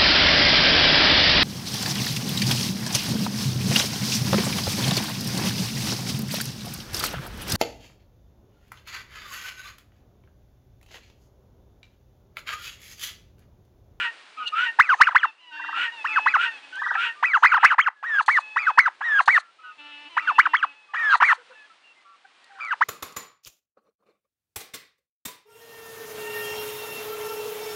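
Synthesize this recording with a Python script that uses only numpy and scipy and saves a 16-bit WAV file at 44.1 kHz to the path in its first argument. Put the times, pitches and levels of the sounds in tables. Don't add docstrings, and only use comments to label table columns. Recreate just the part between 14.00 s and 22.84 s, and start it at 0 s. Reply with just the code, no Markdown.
import sys
import numpy as np
from scipy import signal
from scipy.fft import rfft, irfft
from scipy.io import wavfile

SR = 44100
rng = np.random.default_rng(int(sys.argv[2]) if len(sys.argv) > 2 else 0)


def to_wav(s):
    ch = np.atleast_2d(s).T
    pcm = np.round(np.clip(ch, -1, 1) * 32767)
    wavfile.write(sys.argv[1], SR, pcm.astype(np.int16))


N = 389844
T = np.arange(N) / SR
TOP_HZ = 15800

# [f/Hz, density/dB per Hz]
DIN_SPECTRUM = [(25, -23), (60, -18.5), (120, -18.5), (300, -5), (600, -1.5), (1000, 2), (1700, 1.5),
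                (2800, 0), (4200, -4.5), (6000, -15), (9500, -20.5), (11500, -48)]
# [t/s, level/dB]
DIN_SWELL = [(0, 10.5), (.35, 6.5), (1.0, 7.5), (1.38, -4.5), (2.0, 9.5), (3.1, 7), (3.95, -9.5),
             (4.5, 4.5), (5.5, -2.5), (6.3, 5.5), (6.85, -2.5), (7.5, 2.5), (8.1, -3.5), (8.84, 4.5)]
DIN_DB = -59

# [start t/s, break t/s, end t/s, tone level/dB, rasp level/dB, tail level/dB]
SQUAWKS = [(-.12, .045, .11, -32, -27.5, -36), (0.516, 0.654, .717, -24.5, -28.5, -32.5),
           (1.718, 1.844, 1.908, -28.5, -27.5, -34), (2.349, 2.451, 2.512, -25.5, -25.5, -30),
           (2.94, 3.052, 3.127, -27.5, -27.5, -33), (3.556, 3.692, 3.745, -34, -34.5, -44)]
# [f/Hz, level/dB]
RASP = [(60, -54), (250, -21.5), (700, -23.5), (1100, -8.5), (1500, 8.5), (2000, -3), (2800, 4.5),
        (3400, -7.5), (4500, -24), (6000, -30.5), (8500, -33), (11000, -53.5)]
# [f/Hz, level/dB]
SQUAWK_TAIL = [(900, -12.0), (1850, 4.5), (2800, -3.0), (3700, -32.5), (8000, -45.5)]

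# [start t/s, end t/s, pitch f/Hz, level/dB]
PEEPS = [(0.366, 0.448, 1254, -34.5), (0.396, .49, 1450, -39.5), (0.452, 0.496, 2812, -28.5),
         (0.983, 1.022, 1258, -29), (3.148, 3.229, 1190, -49.5), (3.387, 3.43, 1643, -49),
         (5.582, 5.732, 1268, -48.5), (5.63, 5.712, 1487, -43.5), (6.347, 6.388, 2720, -34),
         (7.372, 7.428, 495, -52), (7.492, 7.543, 509, -51), (8.24, 8.267, 780, -48),
         (6.88, 6.938, 1176, -54.5), (7.542, 7.67, 1720, -54.5), (7.692, 7.736, 1320, -52),
         (7.829, 7.937, 2750, -55), (8.491, 8.597, 790, -52)]
PEEP_SAG = .04

# [start t/s, end t/s, pitch f/Hz, level/dB, buzz/0-1]
WHINES = [(0.372, 0.469, 745, -46, 0.7), (1.193, 1.308, 936, -41, 0.18), (1.395, 1.544, 977, -49.5, 0.12),
          (1.519, 1.836, 915.3, -38.5, 0.33), (1.913, 2.034, 909, -39.5, 0.02),
          (2.078, 2.324, 858, -36, 0.24), (2.473, 2.602, 869, -42, 0.22), (2.621, 2.817, 833, -47.5, 0.44),
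          (3.568, 3.716, 880, -51.5, 0.6), (4.393, 4.777, 855, -45.5, .02),
          (5.616, 5.744, 940, -54.5, 0.14), (5.778, 6.092, 880, -45, 0.64), (6.092, 6.214, 984, -43, 0.3),
          (6.21, 6.387, 894, -40, 0.33), (6.413, 6.562, 930, -44, 0.73), (6.573, 6.754, 863, -52.5, 0.74),
          (6.74, 6.95, 857, -57, .05), (7.523, 7.679, 858, -56.5, 0.04)]
# [f/Hz, level/dB]
NASAL = [(290, -10), (550, -19.5), (900, -7.5), (1350, -13), (1800, -10.5), (2150, -13.5), (2680, 1.5),
         (3100, -6.5), (3600, -13.5), (4400, -24.5), (5200, -30.5), (6200, -37.5), (9000, -43),
         (11000, -60)]
WHINE_SAG_HZ, WHINE_STEADY_S = 248, .15

FAR_CALLS_PER_S, FAR_PEEP_DB, FAR_WHINE_DB, FAR_MEAN_S = 3.0, -58.5, -67.5, .12

# [start t/s, end t/s, centre f/Hz, width f/Hz, level/dB]
PUFFS = [(.46, 0.5, 3200, 1150, -32), (.9, 1.058, 6300, 900, -59.5), (3.34, 3.472, 6200, 880, -58.5),
         (7.09, 7.175, 4000, 1245, -38.5)]
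# [f/Hz, density/dB per Hz]
HISS = [(800, -46), (2500, -10.5), (4300, 4.5), (5200, -15.5), (6400, -6.5), (7500, -10.5), (9700, -13.5),
        (11200, -33.5)]

# [start t/s, break t/s, end t/s, crest f/Hz, leap level/dB, whistle level/dB, fall level/dB]
YELPS = [(.787, 0.89, .953, 2590, -6.5, -33, -15), (1.001, 1.069, 1.097, 2950, -5, -31, -15.5),
         (1.014, 1.107, 1.139, 2540, -22.5, -39, -30.5), (1.147, 1.23, 1.262, 3305, -8.5, -38, -17),
         (2.043, 2.159, 2.199, 2590, -21.5, -31, -16.5), (2.258, 2.338, 2.373, 2550, -13.5, -30.5, -14),
         (3.226, 3.333, 3.384, 2510, -14.5, -25, -15), (3.424, 3.516, 3.553, 2550, -10.5, -29.5, -15),
         (3.44, 3.539, 3.59, 2400, -8, -31.5, -16.5), (3.628, 3.704, 3.732, 2600, -13.5, -25.5, -16.5),
         (3.637, 3.711, 3.752, 2810, -6, -43, -18.5), (3.781, 3.861, 3.891, 3253, -9.5, -35, -17.5),
         (4.56, 4.665, 4.717, 2500, -17.5, -29, -15.5), (4.774, 4.855, 4.891, 2130, -6, -27.5, -17.5),
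         (6.167, 6.272, 6.327, 2604, -15, -42, -18), (6.38, 6.454, 6.477, 2955, -5.5, -41, -16.5),
         (6.534, 6.626, 6.654, 3244, -10.5, -38.5, -16), (6.938, 7.107, 7.153, 2450, -24.5, -40.5, -20.5),
         (7.201, 7.286, 7.325, 2400, -16.5, -28.5, -19), (8.584, 8.707, 8.745, 2410, -46, -33.5, -21.5),
         (8.808, 8.885, 8.93, 2580, -12.5, -43.5, -15)]
# [f/Hz, level/dB]
THROAT = [(1000, -10), (1750, -0.5), (2150, -20.5), (2700, -17), (3400, -29), (4200, -36.5), (5000, -38),
          (6500, -43.5), (8200, -52.5), (10500, -70.5)]
# [f/Hz, density/dB per Hz]
TURBULENCE = [(60, -68.5), (200, -49), (420, -22), (700, -12), (1250, 2), (2000, -6.5), (3000, -13),
              (4300, -31.5), (5400, -40.5), (6300, -30), (7300, -38), (9500, -40), (11500, -57.5)]
LEAP_S, LEAP_GROWTH, FULL_LEAP_DB = .0245, .2, -8
LEAP_FROM_HZ, LEAP_RISE_HZ = 1000, 1061
MAX_ATTACK_S, ONSET_DROP_DB, DWELL_SHARE = 0.0041, 3.5, .33
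EASY_LEAP_DB, LEAD_IN_DB_PER_DB = -19.5, 0.43
CLIMB_S, BREAK_HZ, WHISTLE_FADE_DB, RATTLE_DB = .018, 1885, 4, -36
YELP_SAG, CRY_SAG = .33, 0.55
YELP_SLIDE, CRY_SLIDE = 0.14, 0.44
YELP_SECOND, CRY_SECOND = 0.18, 0.95

# [start t/s, end t/s, level/dB]
TRILLS = [(1.505, 1.795, -34), (2.72, 2.974, -26)]

# [t/s, level/dB, decay t/s]
TICKS = [(2.756, -38.5, .002), (4.261, -41, 0.036), (5.258, -40.5, 0.018), (8.443, -50, .003),
         (8.65, -37, 0.001)]

# [long start t/s, long end t/s, short start t/s, short end t/s, level/dB]
CRIES = [(4.027, 4.217, 4.28, 4.396, -16.5), (5.007, 5.216, 5.275, 5.388, -13.5),
         (6.935, 7.165, 7.219, 7.337, -14.5)]
# [edge f/Hz, crest f/Hz, leap level/dB,
# crest level/dB, pre-break level/dB, fall level/dB, hiss level/dB, share of note before hiss]
CRY_NOTES = [(1582, 1920, -17, -12.5, -2.5, -2, -34, 0.9), (1736, 2340, 1.5, -8.5, 0.5, -3.5, -34, .02)]
CRY_LEAP_S, CRY_CLIMB_S, CRY_HISS_LAG_S = .018, 0.028, .035
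CRY_FALL_SHARE, CRY_RATTLE_DB = .16, -32.5

# [f/Hz, density/dB per Hz]
CRACKLE = [(50, -15), (400, 0.5), (4000, 5.5), (9000, -7.5), (12000, -22), (16000, -23)]
# [f/Hz, level/dB]
MICROPHONE = [(20, -11), (90, -2), (10000, 1.5), (11500, -7.5)]


def undb(db):
    return 10 ** (np.asarray(db) / 20)


def gain_at(hz, spectrum):
    points_hz, db = np.transpose(spectrum)
    return undb(np.interp(np.log(hz + 1), np.log(points_hz), db))


def equalize(x, spectrum):
    bins_hz = np.arange(N // 2 + 1) * SR / N
    return irfft(rfft(x) * gain_at(bins_hz, spectrum), N)


def noise(spectrum):
    x = equalize(rng.standard_normal(N), spectrum)
    return x / x.std()


def fresh_rng():
    return np.random.default_rng(rng.integers(2 ** 31))


def walk(t, rate_hz):
    steps = fresh_rng().standard_normal(2048)
    return np.interp((t - t[0]) * rate_hz, np.arange(len(steps)), steps)


def span(start, end):
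    i = np.arange(max(int(start * SR), 0), min(int(end * SR), N))
    return i, T[i]


def fade(t, start, end, edge_s):
    return np.sin(np.pi / 2 * np.clip(np.minimum(t - start, end - t) / edge_s, 0, 1)) ** 2


def phase_of(hz):
    return 2 * np.pi * np.cumsum(hz) / SR


def partials(hz, spectrum, multiples, uneven_db=2.53):
    phase, t = phase_of(hz), T[:len(hz)]
    out = np.zeros(len(hz))
    for k in multiples:
        gain = gain_at(k * hz, spectrum) * undb(uneven_db * walk(t, 24)) * (k * hz < TOP_HZ)
        out += gain * np.sin(k * phase)
    return np.sqrt(2) * out


def whistle(hz, bright_db=0, rolloff_db=-2, shimmer=0.7, smear=0.48):
    phase, t = phase_of(hz), T[:len(hz)]
    out = np.sin(phase)
    for k in range(2, 7):
        gain = gain_at(k * hz, THROAT) * undb(bright_db + rolloff_db * (k - 2)) * (k * hz < TOP_HZ)
        out += gain * (1 + shimmer * walk(t, 160)) * np.sin(k * phase + smear * k * walk(t, 350))
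    return np.sqrt(2) * out


def ring(x, hz, width_hz):
    return signal.lfilter(*signal.iirpeak(hz, hz / width_hz, fs=SR), x)


def pen(x, near_db=-23, near_t60_s=0.21, far_db=-39, far_t60_s=0.15):
    t = T[:SR // 2]
    response = np.zeros(len(t))
    for db, t60_s in ((near_db, near_t60_s), (far_db, far_t60_s)):
        tail = rng.standard_normal(len(t)) * np.exp(-np.log(1000) * t / t60_s) * (t > .002)
        response += undb(db) * tail / np.linalg.norm(tail)
    return x + signal.fftconvolve(x, response)[:N]


def far_calls(low_hz, high_hz, db, spread_db=6):
    draws = fresh_rng().random((int(FAR_CALLS_PER_S * T[-1]), 4))
    calls = []
    for when, length, pitch, loud in draws:
        start = when * T[-1]
        end = start + FAR_MEAN_S * (.5 + length)
        calls.append((start, end, low_hz * (high_hz / low_hz) ** pitch, db + spread_db * (loud - .5)))
    return calls


def din():
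    db = DIN_DB + np.interp(T, *np.transpose(DIN_SWELL)) + 0.5 * walk(T, 42)
    return undb(db) * noise(DIN_SPECTRUM)


def squawks(first_hz=1200, last_hz=1520, tail_hz=950, growl_db=-5, growl_jitter=.035):
    out, rasp = np.zeros(N), noise(RASP)
    for start, brk, end, tone_db, rasp_db, tail_db in SQUAWKS:
        i, t = span(start, end)
        hz = first_hz + (last_hz - first_hz) * np.clip((t - start) / (brk - start), 0, 1) ** 0.77
        tone = whistle(hz * (1 + 0.02 * walk(t, 270))) * (1 + .3 * walk(t, 150))
        out[i] += undb(tone_db) * fade(t, start, brk + 0.011, 0.028) * tone
        growl = partials(hz / 3 * (1 + growl_jitter * walk(t, 500)), RASP, np.arange(2, 12))
        hoarse = 0.9 * rasp[i] + undb(growl_db) * growl / growl.std()
        out[i] += undb(rasp_db) * fade(t, start + 0.013, end - .005, 0.071) * hoarse
        falling_hz = tail_hz * (1 - .7 * (t - brk) + .008 * walk(t, 250))
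        tail = partials(falling_hz, SQUAWK_TAIL, np.arange(1, 9))
        out[i] += undb(tail_db) * fade(t, brk - .02, end + 0.0096, 0.045) * tail
    return out


def peeps():
    out = np.zeros(N)
    for start, end, pitch_hz, db in PEEPS + far_calls(low_hz=1109, high_hz=2770, db=FAR_PEEP_DB):
        i, t = span(start, end)
        sag = PEEP_SAG * (.5 - (t - start) / (end - start))
        hz = pitch_hz * (1 + sag) * (1 + .014 * walk(t, 260))
        out[i] += undb(db) * fade(t, start, end, 0.017) * whistle(hz)
    return out


def whines(jitter=0.0075, far_buzz=0.27):
    out = np.zeros(N)
    thirds = np.array([k / 3 for k in range(1, 20) if k % 3])
    far = [(*call, far_buzz) for call in far_calls(low_hz=786, high_hz=1080, db=FAR_WHINE_DB)]
    for start, end, pitch_hz, db, buzz in WHINES + far:
        i, t = span(start, end)
        sag_hz = WHINE_SAG_HZ * np.exp(-((end - start) / WHINE_STEADY_S) ** 2)
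        hz = pitch_hz + sag_hz * (.5 - (t - start) / (end - start))
        hz = hz * (1 + jitter * walk(t, 300) + .005 * walk(t, 19))
        voice = partials(hz, NASAL, np.arange(1, 9)) + buzz * partials(hz, NASAL, thirds)
        out[i] += undb(db - 3 + 0.85 * walk(t, 55)) * fade(t, start - .008, end + .008, 0.029) * voice
    return out


def puffs(cry_hz=5000, cry_width_hz=9000):
    out, air = np.zeros(N), noise(HISS)
    with_cries = [(start + wait * (end - start), end + CRY_HISS_LAG_S, cry_hz, cry_width_hz, db + hiss_db)
                  for start, end, db, (*_, hiss_db, wait) in cry_notes()]
    for start, end, hz, width_hz, db in PUFFS + with_cries:
        i, t = span(start, end)
        x = ring(air[i], hz, width_hz)
        out[i] += undb(db + 2.5 * walk(t, 90)) * fade(t, start, end, .025) * x / x.std()
    return out


def yelp_arches():
    for start, brk, end, crest_hz, leap_db, whistle_db, fall_db in YELPS:
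        push = undb(LEAP_GROWTH * (leap_db - FULL_LEAP_DB))
        shoulder = start + LEAP_S * push
        yield ((start, shoulder, shoulder + CLIMB_S, brk, end),
               (LEAP_FROM_HZ + LEAP_RISE_HZ * push, crest_hz, BREAK_HZ),
               (YELP_SLIDE, YELP_SAG, YELP_SECOND),
               (leap_db, whistle_db, whistle_db - WHISTLE_FADE_DB, fall_db, RATTLE_DB))


def yelps_and_cries(rattle_hz=1310, beat_hz=115, beat_depth=.45, jitter=.011, air_db=-27, flutter=0.17,
                    bright_db=11, second_ratio=.9):
    out, effort = np.zeros(N), np.zeros(N)
    for times, pitches, (slide, sag, second_share), levels in [*yelp_arches(), *cry_arches()]:
        start, shoulder, crest, brk, end = times
        shoulder_hz, crest_hz, late_hz = pitches
        leap_db, crest_db, late_db, fall_db, rattle_db = levels
        opening, leap = start - .001, start + DWELL_SHARE * (shoulder - start)
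        before, after, fall = brk - .001, brk + .0025, end - brk
        step = (shoulder + crest) / 2
        i, t = span(opening, end + .004)

        hz = np.interp(
            t,
            [start, leap, shoulder, step, step + .003, crest,
             (crest + brk) / 2, before, after, brk + fall / 2, end],
            [820, LEAP_FROM_HZ, shoulder_hz, shoulder_hz + slide * (crest_hz - shoulder_hz),
             .96 * crest_hz, crest_hz, crest_hz - sag * (crest_hz - late_hz), late_hz,
             min(1650, .95 * late_hz), 1300, 700])
        lead_db = LEAD_IN_DB_PER_DB * max(leap_db - EASY_LEAP_DB, 0)
        db = np.interp(
            t,
            [opening, opening + min(MAX_ATTACK_S, .8 * (leap - opening)), leap, (leap + shoulder) / 2,
             shoulder, crest, before, after, brk + fall / 2, end - fall / 5, end],
            [leap_db - 12.5 - 2 * lead_db, leap_db - ONSET_DROP_DB - 2 * lead_db,
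             leap_db - 0.6 * lead_db, leap_db + 0.5, 0.78 * leap_db + 0.21 * crest_db, crest_db,
             late_db, fall_db - 0.5, fall_db + 0.5, fall_db - 4.5, fall_db - 22])

        high = fade(t, shoulder - .004, after, 0.011)
        beat = np.sin(phase_of(beat_hz * (1 + 0.18 * walk(t, 70))))
        rattling = min(1, 2 * undb(rattle_db - crest_db))
        rough = 1 - 0.61 * high * (1 - rattling)
        gain = undb(db) * fade(t, opening, end + 0.0014, 0.0034)
        gain = gain * (1 + flutter * rough * walk(t, 350))
        waver = rough * (jitter * walk(t, 600) + .015 * walk(t, 130)) + 0.012 * rattling * high * beat
        waver += .03 * rough * np.round(.8 * walk(t, 90))

        main = whistle(hz * (1 + waver), bright_db=bright_db * high * rattling)
        out[i] += gain * (1 + beat_depth * rattling * high * beat) * main
        second = whistle(hz * (second_ratio + .08 * walk(t, 120)))
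        out[i] += second_share * gain * (1 - high) * second
        rattle = np.sin(phase_of(rattle_hz * (1 + .045 * walk(t, 250))))
        out[i] += undb(rattle_db) * high * (1 + 0.74 * beat) * rattle
        effort[i] += gain ** 0.56
    out += 0.57 * ring(out, hz=1966, width_hz=37)
    return out + undb(air_db + 2 * walk(T, 40)) * effort * noise(TURBULENCE)


def trills(warble_hz=22.28, centre_hz=1770, swing_hz=210, under_hz=1150, throb_db=7):
    out = np.zeros(N)
    for start, end, db in TRILLS:
        i, t = span(start, end)
        grow = np.clip((t - start - .03) / 0.082, 0, 1)
        swing = np.cos(2 * np.pi * warble_hz * (t - end + .037) + 0.47 * walk(t, 35))
        hz = (1 - grow) * 1500 + grow * (centre_hz + swing_hz * swing)
        drop = np.clip((t - end + 0.042) / 0.025, 0, 1)
        hz = (hz * (1 - drop) + 780 * drop) * (1 + 0.014 * walk(t, 400))
        trough = grow * (1 - drop) * np.maximum(-swing, 0) ** 2
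        voice = whistle(hz, bright_db=8 - 8.8 * trough) * (1 + 0.17 * walk(t, 210))
        voice += 1.78 * trough * np.sin(phase_of(under_hz * (1 + 0.21 * walk(t, 300))))
        out[i] += undb(db - 5.1 * (2.0 - grow) + throb_db * trough) * fade(t, start, end, 0.016) * voice
    return out


def ticks():
    out, grain = np.zeros(N), noise(HISS)
    for start, db, decay_s in TICKS:
        i, t = span(start, start + 0.12)
        out[i] += undb(db) * np.exp(-(t - start) / decay_s) * grain[i]
    return out


def cry_notes():
    for long_start, long_end, short_start, short_end, db in CRIES:
        yield long_start, long_end, db, CRY_NOTES[0]
        yield short_start, short_end, db, CRY_NOTES[1]


def cry_arches():
    for start, end, db, note in cry_notes():
        edge_hz, crest_hz, leap_db, crest_db, late_db, fall_db, _, _ = note
        shoulder = start + CRY_LEAP_S
        brk = end - CRY_FALL_SHARE * (end - start)
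        yield ((start, shoulder, shoulder + CRY_CLIMB_S, brk, end),
               (edge_hz, crest_hz, edge_hz),
               (CRY_SLIDE, CRY_SAG, CRY_SECOND),
               db + np.array([leap_db, crest_db, late_db, fall_db, CRY_RATTLE_DB]))


def scene():
    flock = squawks() + peeps() + whines() + trills()
    near = puffs() + yelps_and_cries() + ticks()
    flock_in_pen = pen(flock, near_db=-6.5, near_t60_s=0.089, far_db=-18, far_t60_s=0.4)
    return (din() + flock_in_pen + pen(near))[None]


def record(dry, ceiling=0.7, knee=0.53, thump_knee=0.48, crackle_db=-18, thump_db=-17):
    x = dry / (1 + (np.abs(dry) / ceiling) ** 8) ** (1 / 8)
    excess = np.clip(np.abs(dry) - knee, 0, .35)
    x = x + undb(crackle_db) * excess * noise(CRACKLE)
    hard = np.clip(np.abs(dry) - thump_knee, 0, .3)
    x = x + undb(thump_db) * signal.sosfilt(signal.butter(2, 250, fs=SR, output="sos"), hard)
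    x = equalize(x, MICROPHONE)
    return signal.sosfilt(signal.ellip(8, .2, 70, TOP_HZ, fs=SR, output="sos"), x)


dry = scene()
out = record(dry)
to_wav(out)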